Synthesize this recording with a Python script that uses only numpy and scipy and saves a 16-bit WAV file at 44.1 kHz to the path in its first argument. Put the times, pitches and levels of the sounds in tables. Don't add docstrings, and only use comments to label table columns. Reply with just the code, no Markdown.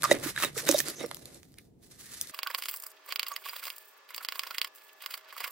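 import sys
import numpy as np
from scipy import signal
from scipy.fft import rfft, irfft, next_fast_len
from scipy.io import wavfile
from scipy.ndimage import uniform_filter1d, minimum_filter1d

SR = 44100
rng = np.random.default_rng(int(sys.argv[2]) if len(sys.argv) > 2 else 0)


def pcm_store(signal):
    levels = np.round(np.clip(np.atleast_2d(signal), -1, 1) * 32767)
    wavfile.write(sys.argv[1], SR, levels.astype(np.int16).T)


def magnitude_from_level(level_db):
    exponent = np.asarray(level_db, float) / 20
    return 10 ** exponent


N = 242977
TIME = np.arange(N) / SR
CUT_S = 2.312
LEAD = 512


# start in seconds, hold in seconds, crumble level in dB, scrape in dB, plate in dB.
STROKES = [(0.008, 0.0065, -51, -5.5, -6), (0.062, 0.038, -42.5, -5, -10), (0.104, 0.041, -52, 7, 17),
           (0.173, 0.039, -52.5, -1, 11), (0.243, 0.044, -40.5, -4, -6.5), (0.387, 0.054, -37, -2.5, -11.5),
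           (0.458, 0.031, -54, 4, 11), (0.579, 0.027, -37, -7, -7.5), (0.671, .12, -41, -3, -1),
           (0.864, 0.04, -40.5, -4.5, -4), (0.998, 0.04, -48.5, -1.5, 7.5), (1.084, 0.29, -58.5, -7, 2.5),
           (1.43, 0.23, -70, -8, -3), (1.829, 0.035, -64.5, -9.5, -13.5), (1.913, 0.033, -58, -8.5, -8.5),
           (2.001, 0.095, -53, -9, -14.5), (2.116, 0.18, -50.5, -9.5, -15)]
# time in seconds, peak in dB, scrape in dB, left minus right in dB.
SNAPS = [(0.023, -23, -4.5, 5), (.034, -17, -1, -9), (.041, -17.5, -1.5, 8), (0.363, -30.5, -2, -2),
         (0.3775, -31, 5, -1), (.385, -41, 2, -6), (0.4182, -37, 7, -5), (0.4412, -21, -2, 5),
         (0.402, -24, -5, 2), (0.4255, -18, -1, 0), (0.6534, -26, -15, 0), (0.6905, -5, -6.5, -8),
         (0.7139, -8.5, -15, -2), (0.7755, -25.5, -23, -15), (0.7902, -12.5, -31, -7),
         (.787, -21, -19.5, 4.5), (0.801, -24, -12.5, -4), (0.8039, -10.5, -13, -6), (1.1138, -27, 0, -5.5),
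         (1.1469, -28, -15, 4), (1.1698, -34.5, -9, -9), (1.257, -32, -12.5, -6), (1.586, -35, -12, -4),
         (2.2135, -15, -36, 0), (1.28, -53, -18.5, -2), (1.432, -42, -4.5, -8), (1.521, -49.5, -21, -3.5),
         (1.542, -46.5, -10.5, -6.5), (1.837, -53, -19, -2.5), (1.849, -53.5, -11.5, -1),
         (1.872, -54, -15.5, -4.5), (1.921, -44, -9, -1), (.188, -36, -18, 0), (1.063, -33.5, -20, -2)]
# time in seconds, peak in dB, scrape in dB, left minus right in dB.
CRUSHES = [(0.05, -24.5, -2, -3), (0.0539, -32.5, 9, -1), (0.1277, -20, -14, -0.5), (0.2729, -28, -4, -9),
           (0.4306, -23.5, 3, -8), (0.579, -26, -7, -1), (0.604, -30.5, -13, -1.5), (0.6829, -20, -5, 0),
           (0.762, -25.5, -25, -5), (0.783, -23, -27, 9), (0.901, -28, -12, 4), (1.3459, -39, -25.5, -4),
           (1.3667, -53, -9.5, -2.5), (2.2735, -35, -23, 4.5), (2.2974, -36, -6.5, -5)]
# time in seconds, peak in dB, scrape in dB, plate in dB.
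KNOCKS = [(0.113, -15, -1, 2), (0.122, -21.5, 5.5, -2.5), (0.1509, -26, -17, -3.5), (0.1998, -34, -22, -20),
          (0.437, -18.5, 3.5, -11), (0.448, -18, -3.5, -9), (0.7256, -20, -2.5, -12.5),
          (0.737, -33, -13, -7), (0.7447, -20, -17, -15), (0.885, -21.5, -10, -13.5),
          (1.006, -33.5, -16, -1.5), (1.0108, -36.5, -2, 6.5), (1.044, -44.5, -5, 15),
          (1.062, -34, -17, -4.5)]
# frequency in Hz, level in dB per Hz.
CRUST = [(88, -47.5), (150, -16), (330, -3), (575, -10.5), (880, -16.5), (1960, -10), (3020, -16),
         (3740, -12.5), (11800, -15.5), (15500, -12), (16500, -41)]
# frequency in Hz, width in Hz, level in dB.
PLATE = [(140.5, 10, 16.5), (259, 14, -5), (350, 58, -5.5), (579, 40, 8.5), (1210, 78, -5),
         (1826, 54, -17.5), (3767, 4.8, 3)]


def slow_cutting():
    layers = strokes(STROKES, rise_db_s=526, fall_db_s=336)
    bed = [level * magnitude_from_level(db) * sides(np.full(N, -2.5)) for level, db in zip(layers, (1.5, 1.5, -1.5))]
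    thin_share = .6
    rows = [(s, db, scrape, -19.5 + thin_share * scrape, -16.5 + thin_share * scrape, pan)
            for s, db, scrape, pan in SNAPS]
    rows += [(s, db, scrape, -21.5, -5.5, pan) for s, db, scrape, pan in CRUSHES]
    rows += [(s, db, scrape, plate, -21, -4) for s, db, scrape, plate in KNOCKS]
    s, peak, scrape, plate, crumb, pan = np.transpose(rows)
    grain = crumbs((3, N), 4600, 1.7)
    force = fractures(crumb, burst_s=0.0005, rise_s=0.0025, fall_s=0.0041, kick=1.6)
    force = add_flakes(force, flake_hz=1000 * 6 ** rng.random(len(s)), flake_db=np.full(len(s), -30.0))

    def body(x, direct_db):
        return ring(colour(x, CRUST), PLATE, direct_db)

    return cut(bed, body(grain[0] + 1.1 * grain[1:], 10.), body(force, 0.), s - .0006,
               peak_db=peak + np.array([0 * s + 4.1, scrape + 1.4, plate + 0.29]),
               pan_db=pan + np.array([[1.5], [-1.2], [-2.5]]),
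               edges_hz=[(3300, 16800), (850, 3300), (150, 850)], flicker_db=0.72, flicker_rate=30)


# start in seconds, hold in seconds, crumble level in dB, top in dB, plate in dB.
PASSES = [(2.342, 0.22, -51.5, -0.5, -2), (2.59, 0.15, -52.5, 12, 0), (2.715, 0.15, -60, 12.5, 5),
          (2.9, 0.16, -65.5, -3.5, 3.5), (3.08, 0.31, -52, 1.5, 1.5), (3.454, 0.26, -49, 4.5, 0),
          (3.694, 0.19, -64, 11, -11.5), (3.93, 0.18, -69, -1, 7.5), (4.106, 0.45, -55, -3, 0.5),
          (4.36, 0.26, -52, 4, 1), (4.76, 0.13, -62.5, 7.5, -4.5), (5.016, 0.12, -53.5, 4, -2.5),
          (5.19, 0.13, -56.5, -9, 1.5), (5.37, 0.069, -45, -0.5, -12), (5.416, .1, -47, 0, 2)]
# time in seconds, peak in dB, plate in dB.
EARLY_SLICES = [
    [(2.3463, -29.5, -12), (2.3906, -19, -6), (2.4326, -16, -10), (2.4729, -19, -25), (2.513, -30, -13),
     (2.5483, -12, -10.5), (2.5873, -31, -4), (2.6023, -40, -14), (2.6242, -20.5, -12.5),
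     (2.6385, -29, -18), (2.6579, -22, -8.5), (2.686, -20.5, -10.5)],
    [(3.091, -36.5, -1.5), (3.1245, -17.5, -9), (3.1603, -14.5, -18.5), (3.196, -11, -16.5),
     (3.2314, -16.5, -11), (3.2684, -28.5, -7.5), (3.3187, -32.5, 1), (3.3641, -18, -13.5),
     (3.4887, -33, -1), (3.4948, -31, -27), (3.5338, -46, 12.5), (3.565, -30.5, -7), (3.5746, -41, -17),
     (3.5967, -36, -11), (3.6305, -36, 3.5), (3.6399, -30.5, -15), (3.6548, -27, -11), (3.67, -27, -8),
     (3.6812, -29, -4.5), (3.7031, -22.5, -18)],
]
# time in seconds, peak in dB, plate in dB.
LATE_SLICES = [
    [(4.1069, -43, 4.5), (4.1469, -24, -22.5), (4.1806, -23.5, -8), (4.2335, -39, -10), (4.2496, -20, -10),
     (4.2876, -15.5, -12.5), (4.3237, -21, -7.5), (4.3578, -31.5, -1.5), (4.3946, -13, -15.5),
     (4.4357, -23, -8), (4.4721, -28, -6.5), (4.5095, -24.5, -5), (4.5475, -27, -15), (4.5838, -13.5, -15),
     (4.6164, -10, -18.5), (4.6305, -43.5, -2), (4.6469, -22, -7.5), (4.674, -40, -3.5)],
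    [(5.0238, -37.5, -3.5), (5.0622, -18.5, -9.5), (5.1103, -33.5, -9), (5.1417, -23, -9.5),
     (5.1767, -37.5, -1.5), (5.3292, -41.5, 6.5), (5.3798, -34.5, -3), (5.4156, -40, 5),
     (5.4448, -28.5, 1.5), (5.4784, -34.5, -3.5)],
]
# time in seconds, peak in dB, top in dB.
FLICKS = [(2.7408, -31.5, 7), (2.772, -45.5, 16), (2.801, -53, 22.5), (2.8382, -37.5, 10),
          (2.8667, -47, 16.5), (3.2842, -36, 15), (3.7831, -47.5, 14.5), (4.164, -39.5, 13),
          (5.153, -37.5, 1), (2.7133, -43.5, 20), (2.7633, -44, 19), (2.824, -53.5, 22), (2.917, -53, 11),
          (3.063, -61, 19.5), (3.764, -58, 21.5), (4.751, -53, 7.5), (4.9315, -59, 10), (5.2473, -46.5, -7)]
# time in seconds, peak in dB, plate in dB, ringing in Hz.
DRAGS = [
    (2.34, -46, 9.5, 1170),
    (2.504, -40, 10, 1210),
    (2.543, -41, 10, 1130),
    (2.692, -30, -10, 3100),
    (3.462, -37, 3.5, 1153),
    (4.212, -48, 7.5, 1083),
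    (5.367, -40, 6.5, 1293),
    (5.407, -34.5, 5, 1150),
    (5.439, -45, 5, 2420),
    (5.459, -47, 11, 1120),
]
FLAKES_HZ = np.array([1130, 2130, 4640])
# time in seconds, frequency in Hz.
HIGH_FLAKES = [(2.6579, 1470), (3.1603, 1490), (3.2684, 1370), (3.5967, 1380), (4.3946, 1250),
               (4.4721, 1230), (4.5095, 1460), (4.5475, 1470)]
# frequency in Hz, level in dB per Hz.
FAST_CRUST = [(180, -56), (300, -33), (500, -19), (810, -21), (1110, -8), (1800, -9.5), (2200, -1.5),
              (3100, -3.5), (5100, -12.5), (5500, -10), (7000, -13), (11000, -16), (13500, -8),
              (15800, -6.5)]
# frequency in Hz, width in Hz, level in dB.
FAST_PLATE = [(1115, 45, -2), (2073, 63, -5), (3100, 320, 2), (4830, 495, 11)]


def fast_cutting():
    layers = strokes(PASSES, rise_db_s=384, fall_db_s=298)
    bed = [level * magnitude_from_level(db) * sides(np.full(N, -3.)) for level, db in zip(layers, (-2.5, -6.5, -5.5))]
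    rows = [(s, db, -2 - 0.27 * (db + 27.0), plate, -6 - 0.81 * (db + 24.5) + 0.31 * plate)
            for s, db, plate in sum(EARLY_SLICES + LATE_SLICES, [])]
    rows += [(s, db, top, -4, -10) for s, db, top in FLICKS]
    rows += [(s, db, 5.5, plate, 35) for s, db, plate, hz in DRAGS]
    s, peak, top, plate, crumb = np.transpose(rows)

    flake_hz = rng.choice(FLAKES_HZ, len(s)) * (1 + 0.0074 * rng.standard_normal(len(s)))
    flake_hz[-len(DRAGS):] = np.transpose(DRAGS)[-1]
    high_s, high_hz = np.transpose(HIGH_FLAKES)
    high = np.abs(s[:, None] - high_s).argmin(axis=0)
    flake_hz[high] = high_hz
    flake_db = np.full(len(s), -32.0)
    flake_db[high] = -30.0

    grain = crumbs((3, N), 6000, 2.)
    burst_s = 0.000132 * magnitude_from_level(-0.56 * (peak + 14.5))
    kick = 6.4 * magnitude_from_level(0.7 * (peak + 15.5))
    force = fractures(crumb, burst_s, rise_s=0.0029, fall_s=0.00423, kick=kick)
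    force = add_flakes(force, flake_hz, flake_db)

    def body(x, direct_db):
        return ring(colour(x, FAST_CRUST), FAST_PLATE, direct_db)

    return cut(bed, body(grain[0] + .5 * grain[1:], 10.), body(force, 0.), s - .0007,
               peak_db=peak + np.array([0 * s + 0.46, top + 2.6, plate + 0.22]),
               pan_db=0 * s + np.array([[-3.2], [-.8], [-5]]),
               edges_hz=[(1600, 5300), (7000, 17000), (350, 1600)], flicker_db=4.0, flicker_rate=90)


def strokes(table, rise_db_s, fall_db_s):
    start, hold, level, second, third = np.transpose(table)[:, :, None]
    rise_db = rise_db_s * np.maximum(start - TIME, 0)
    fall_db = fall_db_s * np.maximum(TIME - start - hold, 0)
    power = magnitude_from_level(2 * (level - rise_db - fall_db))
    return [np.sqrt(np.sum(power * magnitude_from_level(2 * layer), axis=0)) for layer in (0, second, third)]


def crumbs(shape, rate, spread_db):
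    hits = rng.random(shape) < rate / SR
    return hits * rng.standard_normal(shape) * magnitude_from_level(spread_db * rng.exponential(size=shape))


def fractures(crumb_db, burst_s, rise_s, fall_s, kick):
    lag = (np.arange(4096) - LEAD) / SR
    snap = rng.standard_normal((len(crumb_db), 4096)) * np.exp(-np.abs(lag) / np.reshape(burst_s, (-1, 1)))
    snap = snap * np.where(lag >= 0, 1, .4)
    snap[:, LEAD] += kick
    swell = crumbs(snap.shape, 7000, 2.77) * np.exp(-np.where(lag < 0, -lag / rise_s, lag / fall_s))
    return snap + magnitude_from_level(crumb_db)[:, None] * swell


def add_flakes(force, flake_hz, flake_db):
    ago = np.arange(512) / SR
    flake = np.sin(2 * np.pi * flake_hz[:, None] * ago) * np.exp(-ago / 0.0016)
    return force + magnitude_from_level(flake_db)[:, None] * signal.fftconvolve(force, flake, axes=1)[:, :4096]


def cut(bed, grain, sound, start_s, peak_db, pan_db, edges_hz, flicker_db, flicker_rate):
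    out = np.zeros((2, N + 4096))
    at = np.maximum((start_s * SR).astype(int)[:, None] + np.arange(4096) - LEAD, 0)
    chatter_db = 3.14 * walk(110)
    for level, db, pan, (lo_hz, hi_hz) in zip(bed, peak_db, pan_db, edges_hz):
        part = band(grain, lo_hz, hi_hz) * magnitude_from_level(flicker_db * walk(flicker_rate) + chatter_db)
        out[:, :N] += part / np.std(part) * level
        part = band(sound, lo_hz, hi_hz)
        part = part * (magnitude_from_level(db) / np.abs(part).max(axis=1))[:, None]
        for side, gain in zip(out, sides(pan)):
            np.add.at(side, at, part * gain[:, None])
    return out[:, :N]


# start in seconds, hold in seconds, level in dB, frequency in Hz, width in Hz.
SINGING = [(.034, .024, -36, 1200, 130), (.048, .002, -31, 5500, 1500), (.069, .028, -43, 1250, 220),
           (.0701, .04, -49, 3750, 90), (.098, .012, -41, 1850, 230), (.111, .003, -29, 6500, 1500),
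           (.119, .002, -29, 7000, 2000), (.125, .045, -47, 2000, 140), (.23, .06, -47, 1400, 240),
           (.376, .095, -46, 3750, 120), (.424, .022, -35, 1300, 270), (.428, .02, -38, 2600, 300),
           (.56, .048, -48.5, 1300, 230), (.568, .042, -43, 6000, 2000), (.58, .025, -41, 1700, 500),
           (.632, .018, -45, 400, 200), (.672, .044, -40, 3750, 120), (.673, .016, -34, 1700, 400),
           (.689, .002, -25, 6500, 2000), (.705, .03, -37, 290, 55), (.7125, .002, -26, 6200, 2000),
           (.744, .02, -37, 3750, 100), (.755, .015, -37, 5500, 1500), (.789, .003, -31, 7000, 1500),
           (.865, .04, -44, 4700, 800), (.96, .045, -49, 6200, 500), (.997, .025, -46, 3750, 99),
           (1, .05, -49, 2100, 250), (1.02, .04, -52, 5500, 200), (1.582, .009, -54, 2200, 300),
           (1.92, .075, -74, 1775, 410), (2.04, .24, -61.5, 1850, 350), (1.062, .002, -52, 14500, 3000),
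           (2.2135, .001, -44, 14500, 3000),
           (2.465, .009, -37, 1470, 60), (2.466, .014, -38, 1120, 36), (2.503, .01, -47, 1300, 200),
                (2.58, .008, -39, 12700, 4200), (2.652, .013, -47, 11000, 3300),
                (2.9, .0066, -54, 10000, 4400), (3.305, .01, -49, 1140, 83), (3.333, .008, -48, 6700, 500),
                (3.475, .02, -45, 2600, 500), (3.975, .006, -62, 13000, 4000),
                (4.09, .02, -60, 13000, 4000), (4.208, .01, -46.5, 1350, 130),
                (4.226, .012, -51, 12000, 4000), (4.43, .012, -45, 1560, 254),
                (4.525, .005, -56, 13000, 4000), (4.542, .013, -45.5, 1840, 270),
                (5.36, .019, -51, 1250, 91), (5.436, .013, -38, 2340, 440)]


def singing():
    out = np.zeros((2, N))
    for start, hold, db, hz, width in SINGING:
        span = slice(max(int((start - .03) * SR), 0), int((start + hold + .05) * SR))
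        t = TIME[span]
        grain = crumbs((3, len(t)), 6000, 2.)
        tone = ring(grain[0] + .4 * grain[1:], [(hz, width, 0.)], -60.)
        tone = tone / np.sqrt(uniform_filter1d(np.mean(tone ** 2, axis=0), size=600))
        rise_db = 2998.5 * np.maximum(start - t, 0)
        fall_db = 1505 * np.maximum(t - start - hold, 0)
        out[:, span] += tone * magnitude_from_level(db - rise_db - fall_db) * sides(np.full(len(t), -3.5))
    return out


# start in seconds, hold in seconds, level in dB rms, frequency in Hz, 60 dB decay time in seconds.
RINGS = [(.0335, .001, -29, 1700, .015), (.0405, .002, -25, 1200, .025), (.048, .002, -27, 1230, .025),
         (.0555, .002, -29, 1190, .025), (.1125, .003, -22, 1950, .025), (.1125, .004, -29, 3750, .04),
         (.1135, .004, -17, 570, .035), (.261, .006, -38, 310, .04), (.362, .001, -38, 1600, .02),
         (.362, .002, -43, 3750, .03), (.3765, .001, -31, 1700, .02), (.447, .003, -36, 3800, .05),
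         (.567, .007, -41, 450, .04), (.692, .006, -28, 560, .04), (.693, .008, -29, 320, .05),
         (.7445, .007, -26, 590, .02), (.802, .002, -33, 1790, .02), (1.038, .012, -39, 480, .03),
         (3.315, .006, -41, 1140, .06), (3.458, .008, -47, 1130, .04), (3.494, .003, -43, 4800, .03)]


def rings():
    out = np.zeros(N)
    ago = np.arange(4096) / SR
    for start, hold, db, hz, t60_s in RINGS:
        at = int(start * SR)
        rise = np.minimum(ago / 0.00096, 1)
        shape = rise * magnitude_from_level(db - 60 * np.maximum(ago - hold, 0) / t60_s)
        out[at:at + len(ago)] += np.sqrt(2) * shape * np.sin(2 * np.pi * hz * ago)
    left, right = out * sides(np.full(N, -7.))
    return np.array([left_port(left, PORTS), right])


# time in seconds, level in dB.
RUMBLE = [
    (0.0, -46),
    (0.08, -40),
    (1.52, -60.5),
    (2.31, -61.5),
]


def rumble():
    noise = rng.standard_normal((3, N))
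    both = noise[0] + .42 * noise[1:]
    low = ring(band(both, 42, 210), PLATE[:1], -0.5)
    return low / np.std(low) * magnitude_from_level(curves(RUMBLE)[0] - 6.5)


# frequency in Hz, level in dB rms.
HUM = [(298, -85), (635.2, -68.5), (1174, -72), (1233, -79), (1712, -68.5), (1760, -73.5), (2347, -92),
       (2638, -73)]


def hum():
    out = np.zeros(N)
    for hz, db in HUM:
        level = magnitude_from_level(db - 3.5 + 3.4 * walk(8.8))
        out += level * np.sin(2 * np.pi * hz * TIME + 1.35 * walk(8.1))
    return np.sqrt(2) * out


# frequency in Hz, level in dB per Hz.
KITCHEN = [(15, -49), (25, -18), (81, -4.5), (167, -8.5), (219, -6.5), (488, -15.5), (588, -27.5),
           (691, -21.5), (1210, -43), (15000, -49.5)]
# frequency in Hz, level in dB per Hz.
FAST_KITCHEN = [(35, -100.5), (60, -46), (329, -15.5), (406, 0.5), (478, -8.5), (537, -3), (694, -13),
                (780, -2.5), (1720, -7.5), (5800, -16), (15800, -41)]


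def kitchen(points, db, alike_hz):
    mid, side = rng.standard_normal((2, 1, N))
    side = signal.lfilter(*signal.butter(1, alike_hz, "high", fs=SR), side)
    air = colour(mid + side * np.array([[1], [-1]]), points) * magnitude_from_level(0.34 * walk(44))
    return air / np.std(air) * magnitude_from_level(db)


# delay in seconds, level in dB.
FAST_ECHOES = [
    (.0035, -21),
    (0.014, -28.5),
]


def room(x, echoes, t60_s, tail_db, lo_hz):
    lag = np.arange(int(.3 * SR)) / SR
    shape = magnitude_from_level(tail_db - 60 * lag / t60_s) * (lag > .001)
    for delay_s, db in echoes:
        shape = shape + magnitude_from_level(db - 23.0) * np.exp(-((lag - delay_s) / 0.0011) ** 2)
    tail = signal.fftconvolve(x, shape * rng.standard_normal((2, len(lag))), axes=1)[:, :N]
    return x + band(tail, lo_hz, 22000)


# frequency in Hz, lead of the left in radians.
PORTS = [(300, 0), (780, -.7), (1460, .1), (3450, -1.6), (6200, -1.5), (9000, -.1), (11400, 0),
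         (13000, 3.1)]
# frequency in Hz, lead of the left in radians.
FAST_PORTS = [(520, -.5), (860, 0), (3270, 0), (3530, -.5), (4740, .1), (6030, .6), (6800, -3.2),
              (7920, -6.4), (9990, -5.5), (11800, -6.3)]


def left_port(x, ports):
    size = next_fast_len(N + 4096)
    lead = np.interp(np.linspace(0, SR / 2, size // 2 + 1), *np.transpose(ports))
    return irfft(rfft(x, size) * np.exp(1j * lead), size)[:N]


def gated_centre_top(x, edge_hz, strip_hz, gate_db, hush_db):
    mid = x.mean(axis=0)

    def high(hz):
        return signal.sosfiltfilt(signal.ellip(8, .1, 70, hz, "high", fs=SR, output="sos"), mid)

    top, strip = high(edge_hz), high(strip_hz)
    short = np.resize(top ** 2, (N // 1024 + 1, 8, 128)).mean(axis=2)
    usual = np.median(short, axis=1)[:, None]
    db = 10 * np.log10(usual)
    weak = (db < gate_db) & (db > hush_db) & (short < 4 * usual)
    drop = uniform_filter1d(1. 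* np.repeat(weak, 128)[:N], size=128)
    strip_stays = uniform_filter1d(1. * (walk(20) > .8), size=512)
    return x - drop * (top - strip * strip_stays)


def ragged_top(x, edges_hz, margin_db):
    for lo_hz, hi_hz in zip(edges_hz, edges_hz[1:]):
        sos = signal.butter(4, [lo_hz, hi_hz], "band", fs=SR, output="sos")
        top = signal.sosfiltfilt(sos, x)
        db = 10 * np.log10(uniform_filter1d(np.mean(top ** 2, axis=0), size=128) + 1e-14)
        ahead_db = -minimum_filter1d(-db, size=701, origin=-350)
        dropped = db + 3 * walk(150) < ahead_db - margin_db
        x = x - top * uniform_filter1d(1. * dropped, size=64)
    return x


def curves(table):
    s, *columns = np.transpose(table)
    return [np.interp(TIME, s, c) for c in columns]


def colour(x, points):
    hz, db = np.transpose(points)
    log_gain = np.interp(np.log(np.linspace(1, SR / 2, 1025)), np.log(hz), db) * np.log(10) / 20
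    cep = irfft(log_gain)
    cep[1:1024] *= 2
    cep[1025:] = 0
    response = irfft(np.exp(rfft(cep)))
    return signal.fftconvolve(x, response[None], axes=1)[:, :x.shape[1]]


def ring(x, peaks, direct_db):
    out = magnitude_from_level(direct_db) * x
    for hz, width, db in peaks:
        out = out + magnitude_from_level(db) * signal.lfilter(*signal.iirpeak(hz, hz / width, fs=SR), x)
    return out


def band(x, lo_hz, hi_hz):
    return signal.sosfilt(signal.butter(3, [lo_hz, hi_hz], "band", fs=SR, output="sos"), x)


def sides(pan_db):
    return magnitude_from_level(np.array([pan_db, -pan_db]) / 2)


def walk(rate):
    k = int(SR / rate)
    held = np.repeat(rng.standard_normal(N // k + 1), k)
    return 1.16 * uniform_filter1d(uniform_filter1d(held, k), k)[:N]


# frequency in Hz, level in dB.
TREBLE_DIP = [(5150, 0), (5450, -6), (6200, -5), (6800, 1)]


def scene():
    slow = room(slow_cutting(), [], t60_s=0.15, tail_db=-35.5, lo_hz=740)
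    slow[0] = left_port(slow[0], PORTS)
    slow = slow + kitchen(KITCHEN, -60.5, alike_hz=370) + rumble()
    slow = gated_centre_top(slow, edge_hz=13100, strip_hz=15300, gate_db=-50, hush_db=-73)

    dipped = colour(fast_cutting(), TREBLE_DIP)
    fast = room(dipped, FAST_ECHOES, t60_s=0.042, tail_db=-27.5, lo_hz=590)
    fast = fast + kitchen(FAST_KITCHEN, -61, alike_hz=750) + hum()
    fast[0] = left_port(fast[0], FAST_PORTS)
    fast = ragged_top(fast, [4200, 5600, 7500, 9500, 12000, 15500], margin_db=28)

    sung = singing() + rings() + rings()
    share = np.clip((TIME - CUT_S) / .004, 0, 1)
    return (slow + sung) * (1 - share) + (fast + sung) * share


def top_cut(x):
    return signal.sosfilt(signal.butter(12, 17140, fs=SR, output="sos"), x)


def record(dry):
    soft = .7 * np.tanh(dry / .7)
    mix = signal.sosfilt(signal.ellip(8, .2, 42, 15900, fs=SR, output="sos"), soft)
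    return top_cut(mix)


dry = scene()
out = record(dry)
pcm_store(out)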